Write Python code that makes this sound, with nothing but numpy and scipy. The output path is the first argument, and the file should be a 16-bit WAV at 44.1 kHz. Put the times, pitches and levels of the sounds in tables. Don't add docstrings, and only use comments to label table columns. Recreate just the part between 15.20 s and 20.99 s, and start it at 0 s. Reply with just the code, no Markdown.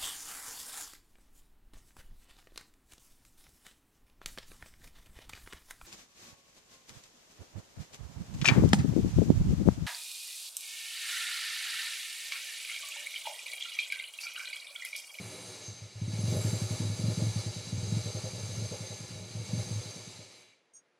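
import sys
import numpy as np
from scipy import signal
from scipy.fft import rfft, irfft, next_fast_len
from scipy.io import wavfile
from scipy.ndimage import uniform_filter1d

SR = 44100
rng = np.random.default_rng(int(sys.argv[2]) if len(sys.argv) > 2 else 0)


def voltage_ratio(level):
    return 10 ** (np.asarray(level, float) / 20)


def dump_mix(stems):
    frames = np.atleast_2d(stems).T
    limited = np.clip(frames, -1, 1)
    pcm = np.round(limited * 32767).astype(np.int16)
    wavfile.write(sys.argv[1], SR, pcm)


N = 255339

# start_s, thud_db, upper_db (upper pipe modes relative to thud),
# rasp_db (gas blast relative to thud, before a small trim)
FIRINGS = [(0.4772, -35, -4, -27), (0.6146, -35.5, -10, -26), (0.752, -35, -11, -29), (0.8141, -25, 1, -34),
           (0.8755, -27.5, 3.5, -42), (0.9312, -27, 1.5, -22), (0.9862, -24.5, 1, -27),
           (1.034, -23.5, 2, -28), (1.0774, -22.5, -3, -19.5), (1.1211, -27, 7.5, -10.5),
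           (1.1622, -22, -1, -16.5), (1.244, -22, 2, -22), (1.29, -35, -15, -29), (1.327, -24.5, 5, -18.5),
           (1.415, -24.5, 2.5, -35), (1.504, -25, 3.5, -23), (1.599, -27, 7.5, -26),
           (1.6467, -25, 3.5, -28), (1.695, -24.5, 0, -36), (1.7915, -27, 2.5, -33),
           (1.8362, -22.5, 5, -25), (1.8805, -22.5, 3.5, -20), (1.9728, -26, 2, -19),
           (2.0173, -22, 5.5, -27.5), (2.063, -22.5, 0, -41), (2.1573, -24.5, 1, -24),
           (2.259, -26.5, 2, -24), (2.3609, -33, 2, -21), (2.4695, -38, 7, -37), (2.5236, -25, 0, -34),
           (2.575, -28, -0.5, -36), (2.6256, -27.5, 2, -23.5), (2.6747, -29, -4, -31),
           (2.72, -23.5, 2, -36), (2.7652, -24.5, 3, -28), (2.8547, -28, -1.5, -15),
           (2.9445, -28, 1.5, -13.5), (3.0358, -30, -1, -13), (3.1297, -33, 1.5, -18),
           (3.1793, -39, 0, -13), (3.229, -28.5, -4.5, -36), (3.2884, -31, -7, -37),
           (3.3287, -33, -18, -24), (3.3726, -27.5, -4, -25), (3.418, -27, -3, -22), (3.5108, -33, 4.5, -9),
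           (3.6034, -34.5, 3, -13.5), (3.7015, -36.5, 4, -11.5), (3.8021, -37.5, 5, -28),
           (3.9039, -38.5, 5, -27), (3.9535, -33.5, 1, -20), (4.003, -38, 0, -19), (4.103, -43, 0, -37),
           (4.149, -31.5, 0.5, -26), (4.1941, -30, -3, -31), (4.2861, -35, 0, -18), (4.3304, -27, 6, -25),
           (4.3743, -27, 1.5, -20.5), (4.4625, -34, -3, -37), (4.5073, -26, 1.5, -42),
           (4.5546, -26, -5.5, -36), (4.654, -37.5, 2, -25), (4.759, -40.5, 9, -16),
           (4.8723, -41.5, 6, -27), (4.9874, -46, 6, -15)]
# time_s, speed_per_s (firing chances per second), rattle_db
ENGINE = [(0, 26, -54), (.3, 22.3, -50.5), (.5, 16.7, -51.5), (.75, 14.3, -57.5), (.9, 18.7, -51.5),
          (1.12, 23.9, -44.5), (1.3, 26.7, -45.5), (1.65, 22.5, -46), (2, 23.6, -45.5), (2.45, 18.7, -48),
          (2.8, 21.4, -47.5), (3.1, 21.3, -47), (3.4, 21.2, -48), (3.85, 19.8, -50.5), (4.1, 18, -52.5),
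          (4.45, 21.9, -47.5), (4.75, 19.9, -49.5), (4.95, 16.3, -53), (5.1, 13.8, -55.5), (5.2, 16, -61),
          (5.31, 9.9, -71.5), (5.44, 2.9, -87)]
IDLE_PER_S, IDLE_RATTLE_DB = 21, -47
# dB at idle, dB per doubling of speed, share of the rattle's dB change
RUSH = (-54, 12.3, 0.42)


def evened(x):
    return x / np.sqrt(np.mean(x ** 2) + 1e-20)


def add(mix, start_s, sound):
    part = mix[round(start_s * SR):][:len(sound)]
    part += sound[:len(part)]


def curves(rows):
    time_s, *columns = np.transpose(rows)
    return [np.interp(np.arange(N) / SR, time_s, column) for column in columns]


def coloured(x, gain):
    size = next_fast_len(N)
    return irfft(rfft(x, size) * gain(np.fft.rfftfreq(size, 1 / SR)), size)[:N]


def read(points, hz):
    point_hz, point_db = np.transpose(points)
    return voltage_ratio(np.interp(np.log(hz + 1), np.log(point_hz + 1), point_db))


def peaks(modes, hz, steep=1):
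    power = sum(voltage_ratio(2 * db) / (1 + (2 * (hz - mode_hz) / width_hz) ** 2) ** steep
                for mode_hz, width_hz, db in modes)
    return np.sqrt(power)


def band(x, low_hz, high_hz):
    return evened(coloured(x, lambda hz: 1 / np.hypot(1, (low_hz / (hz + 1)) ** 6)
                           / np.hypot(1, (hz / high_hz) ** 6)))


def lumps(seconds, depth_db):
    size = max(round(seconds * SR), 1)
    smooth = uniform_filter1d(uniform_filter1d(rng.standard_normal(N), size), size)
    return voltage_ratio(depth_db * evened(smooth))


def echoed(x, wet_db, t60):
    t = np.arange(round(.2 * SR)) / SR
    tail = rng.standard_normal(len(t)) * voltage_ratio(-60 * t / t60) * (1 - np.exp(-t / 0.0028))
    tail *= voltage_ratio(wet_db) / np.linalg.norm(tail)
    tail[0] = 1
    return signal.oaconvolve(x, tail / np.linalg.norm(tail))[:N]


def running():
    fade_s = 0.24
    return np.clip(1 - (np.arange(N) / SR - ENGINE[-1][0]) / fade_s, 0, 1)


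def following(law):
    speed, rattle_db = curves(ENGINE)
    idle_db, doubling_db, share = law
    return idle_db + doubling_db * np.log2(speed / IDLE_PER_S) + share * (rattle_db - IDLE_RATTLE_DB)


def firing_thuds():
    # pitch_hz, level_db, t60_s, polarity
    pipe_modes = [(106.7, -0.4, 0.48, 0.89), (89, -17, 0.081, -0.58), (169.7, 8, 0.042, -0.72),
                  (256.5, -19, 0.43, 0.68), (322, -15, 0.14, -0.66)]
    rise_s, open_s, shut_s, leak_db = .0053, .0535, .002, -13
    t = np.arange(round(.12 * SR)) / SR
    shut = 1 / (1 + np.exp((open_s - t) / shut_s))
    leak = voltage_ratio(leak_db - 60 * t / 0.44) * np.cos(np.pi / 2 * t / t[-1])
    port = (1 - np.exp(-t / rise_s)) * (1 - shut + shut * leak)
    lowest, *upper = (polarity * voltage_ratio(db - 60 * t / t60) * np.sin(2 * np.pi * hz * t)
                      for hz, db, t60, polarity in pipe_modes)
    thuds, blast = np.zeros(N), np.zeros(N)
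    leans = rng.standard_normal((len(FIRINGS), len(upper)))
    for (start_s, thud_db, upper_db, rasp_db), lean in zip(FIRINGS, leans):
        ring = lowest + voltage_ratio(upper_db + 2.1 * lean) @ upper
        add(thuds, start_s, voltage_ratio(thud_db) * port * ring)
        puff = port * (1 - np.exp(-t / 0.009))
        add(blast, start_s, voltage_ratio(thud_db + rasp_db - 1.0 - 60 * t / 0.46) * puff)
    return thuds, blast


def gas_rasp(blast):
    # pitch_hz, width_hz, level_db
    silencer_modes = [(248, 68, -6.5), (291.4, 18, 1.5), (367.4, 23, 4.5), (424, 160, -2), (494, 25, 1),
                      (520.6, 23, 0), (571, 73, -4.5), (618, 25, 1), (819, 54, -12)]
    rush = evened(coloured(rng.standard_normal(N), lambda hz: peaks(silencer_modes, hz, steep=1.8)))
    jet = evened(coloured(rush, lambda hz: 1 / np.hypot(1, (480 / (hz + 1)) ** 5)))
    return lumps(0.007, depth_db=1) * (jet * blast + rush * voltage_ratio(following(RUSH)) * running())


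def drone_gain():
    none_missed_db, all_missed_db, memory_s = -44, -16.5, 0.25
    coast_db, coast_db_per_s = -45, -47
    fired, size = np.zeros(N), round(memory_s * SR)
    fired[[round(row[0] * SR) for row in FIRINGS]] = SR
    firings_per_s = uniform_filter1d(uniform_filter1d(fired, size), size // 2)
    share = np.clip(firings_per_s / curves(ENGINE)[0], 0, 1)
    steady_db = following(RUSH) - RUSH[0] + none_missed_db + all_missed_db * (1 - share)
    return np.hypot(voltage_ratio(steady_db), voltage_ratio(coast_db + coast_db_per_s * np.arange(N) / SR))


def pipe_drone():
    modes = [(110.0, 25.0, 0), (177.0, 57, -6)]  # Hz, width Hz, dB
    drone = evened(coloured(rng.standard_normal(N), lambda hz: peaks(modes, hz, steep=2.08)))
    return drone * drone_gain() * running() * lumps(0.14, depth_db=1.5)


def exhaust():
    thuds, blast = firing_thuds()
    return thuds + gas_rasp(blast) + pipe_drone()


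def bay_body(hz):
    # pitch_hz, level_db (per Hz)
    bay_colour = [(400, -28.5), (750, -5.5), (1500, -20), (2500, -18.5), (4000, -9), (6000, -17),
                  (9000, -27), (11500, -37.5), (13000, -49), (15500, -55)]
    # pitch_hz, width_hz, level_db
    castings = [(815, 17, -5), (1283, 260, -10), (1737, 120, -10.5), (2220, 250, -7), (2777, 190, -12.5),
                (3030, 180, -14), (3596, 39, -13), (3996, 29, -6), (3902, 38, 1.5), (3700, 260, -15.5),
                (3980, 18, -4), (4120, 23, 2.5), (4702, 324, -2), (5520, 61, -9), (5750, 19, -22),
                (5640, 220, -14), (6310, 22.4, 0.5), (6240, 33, -3), (6590, 20, -2), (6250, 380, -5.5),
                (6734, 12.5, -20), (6390, 26, -2.5), (7196, 114, -7.5), (7486, 180, -7.5),
                (7900, 200, -14.5), (8370, 242, -16), (9020, 366, -14.5), (10010, 540, -20),
                (11170, 98, -25), (14076, 160, -40)]
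    return np.hypot(read(bay_colour, hz), peaks(castings, hz, steep=1.33))


def metal_rattle(rattle_db):
    treble_db = following((-59, 19, 0.22)) - rattle_db
    lower_castings_db = following((-57.5, 8.1, 0.11)) - rattle_db
    low_mids_db = following((-56.5, 9.2, 0.55)) - rattle_db
    top_hiss_db = following((-77.5, 16, 0.44)) - rattle_db
    grain = lumps(0.00046, depth_db=0.5) * lumps(0.053, depth_db=0.64)
    chatter = coloured(rng.standard_normal(N) * grain, bay_body)
    rattle = band(chatter, 3660, 8240)
    rattle += voltage_ratio(treble_db) * band(chatter, 11340, 12300)
    rattle += voltage_ratio(top_hiss_db) * band(chatter, 13000, 18000)
    rattle += voltage_ratio(lower_castings_db) * band(chatter, 2200, 2806)
    rattle += voltage_ratio(low_mids_db) * band(chatter, 300, 1705)
    return rattle


def whine(hz, width_hz):
    pole = np.exp(-np.pi * width_hz / SR)
    noise = rng.standard_normal(N) + 1j * rng.standard_normal(N)
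    fuzz = signal.lfilter([1], np.poly([pole, pole]), noise)
    return evened((fuzz * np.exp(2j * np.pi * np.cumsum(hz) / SR)).real)


def turbo_whine():
    # time_s, whine_hz (before wavering), whine_db and third_order_db
    turbo_curve = [(0, 9550, 0, -17), (.12, 9250, 2, -17), (.3, 8950, 4, -16), (.37, 7950, -10, -30),
                   (.45, 6400, 3, -20), (.55, 6250, -14, -30), (.7, 5004, -16, -22), (1, 6500, -18, 0),
                   (1.1, 7150, -15, 3), (1.22, 7620, -3, 9), (1.33, 7350, -3, 3), (1.55, 7050, -12, 1),
                   (1.75, 6850, -16, -8), (2.4, 6750, -18, -10), (3, 6340, -10, -12), (4.2, 6200, -13, -13),
                   (4.6, 6570, -10, -14), (5.45, 4800, -22, -24)]
    hz, whine_db, third_db = curves(turbo_curve)
    hz = hz * lumps(.03, depth_db=.12)
    second = whine(hz, 570) * lumps(0.023, depth_db=2.0)
    third = whine(1.5 * hz, 150) * lumps(0.017, depth_db=2.5)
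    orders = voltage_ratio(whine_db) * second + voltage_ratio(third_db) * third
    return coloured(orders, bay_body) / bay_body(6443)


def engine_bay():
    rattle_db = curves(ENGINE)[1]
    dry_bay = voltage_ratio(rattle_db) * (metal_rattle(rattle_db) + turbo_whine())
    return running() * echoed(dry_bay, wet_db=-7, t60=.15)


def jingle():
    # pitch_hz, level_db, t60_s
    jingle_modes = [(11900, -2, .03), (12450, 0, .03), (13200, -4, .03), (13600, 0, .04), (14300, -3, .03),
                    (15100, -4, .03)]
    start_s, rise_s, hold_s, level_db, fade_db_per_s = 1.04, .05, .3, -57.5, -65
    since = np.arange(N) / SR - start_s
    shaking = np.clip(since / rise_s, 0, 1) * voltage_ratio(fade_db_per_s * np.maximum(since - hold_s, 0))
    t, out = np.arange(round(.05 * SR)) / SR, np.zeros(N)
    for hz, db, t60 in jingle_modes:
        for detune in (.975, 1, 1.03):
            taps = (rng.random(N) < 30 / SR) * voltage_ratio(3 * rng.standard_normal(N))
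            ping = voltage_ratio(db - 60 * t / t60) * np.sin(2 * np.pi * hz * detune * t) * (1 - np.exp(-t / .002))
            out += signal.oaconvolve(taps, ping)[:N]
    return voltage_ratio(level_db) * shaking * out


def clink():
    # start_s, level_db (before the ring and scrape trims), tilt_db_per_khz (of modes about 7 kHz)
    clink_hits = [(5.5343, -49, 1.5), (5.5425, -50, .5), (5.5512, -45, -1.5), (5.564, -45.5, -.5),
                  (5.575, -49, -1), (5.585, -58, -1)]
    # pitch_hz, level_db (before tilt), t60_s
    clink_modes = [(4950, -19, .035), (5814, -3, .05), (6541, 2, .08), (7418, -12, .04), (8560, -14, .1),
                   (8769, -3, .06), (6200, -17, .03), (7750, -19, .02), (9250, -20, .03), (9550, -21, .03),
                   (11250, -23, .02), (11950, -27, .015), (12400, -27, .015), (14150, -31, .015),
                   (14800, -29, .015)]
    t, out = np.arange(round(.3 * SR)) / SR, np.zeros(N)
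    grit = band(rng.standard_normal(N), 4800, 9300)
    phases = rng.random((len(clink_hits), len(clink_modes)))
    for (start_s, hit_db, tilt_db), phase in zip(clink_hits, phases):
        ring = 0
        for (hz, mode_db, t60), cycle in zip(clink_modes, phase):
            tilted_db = mode_db + tilt_db * (hz - 7000) / 1000
            ring = ring + voltage_ratio(tilted_db - 60 * t / t60) * np.sin(2 * np.pi * (hz * t + cycle))
        add(out, start_s, voltage_ratio(hit_db - 2.0) * ring * (1 - np.exp(-t / 0.0029)) ** 2)
        piece = grit[round(start_s * SR):][:len(t)]
        since = t[:len(piece)]
        scrape = piece * voltage_ratio(-26 - 60 * since / .06) * (1 - np.exp(-since / 0.0035))
        add(out, start_s, voltage_ratio(hit_db) * scrape)
    return echoed(out, wet_db=-3, t60=.08)


def garage_air():
    # pitch_hz, level_db (per Hz)
    garage_spectrum = [(30, -49), (125, -5), (206, -4), (466, 4), (784, -4), (1200, -5.5), (2060, -5),
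                       (2850, -10.5), (6000, -17.5), (9600, -29), (9900, -15), (10300, -29), (11500, -39),
                       (15000, -44)]
    noise = rng.standard_normal(N) * lumps(0.0083, depth_db=-0.2)
    return voltage_ratio(-73.5) * evened(coloured(noise, lambda hz: read(garage_spectrum, hz)))


def scene():
    mono = exhaust() + engine_bay() + jingle() + clink() + garage_air()
    return np.tile(mono, (2, 1))


def roll_off(x):
    return signal.sosfilt(signal.butter(12, 15660, fs=SR, output="sos"), x)


def record(dry):
    thin = signal.sosfilt(signal.butter(2, 55, "high", fs=SR, output="sos"), dry)
    return roll_off(thin)


dry = scene()
out = record(dry)
dump_mix(out)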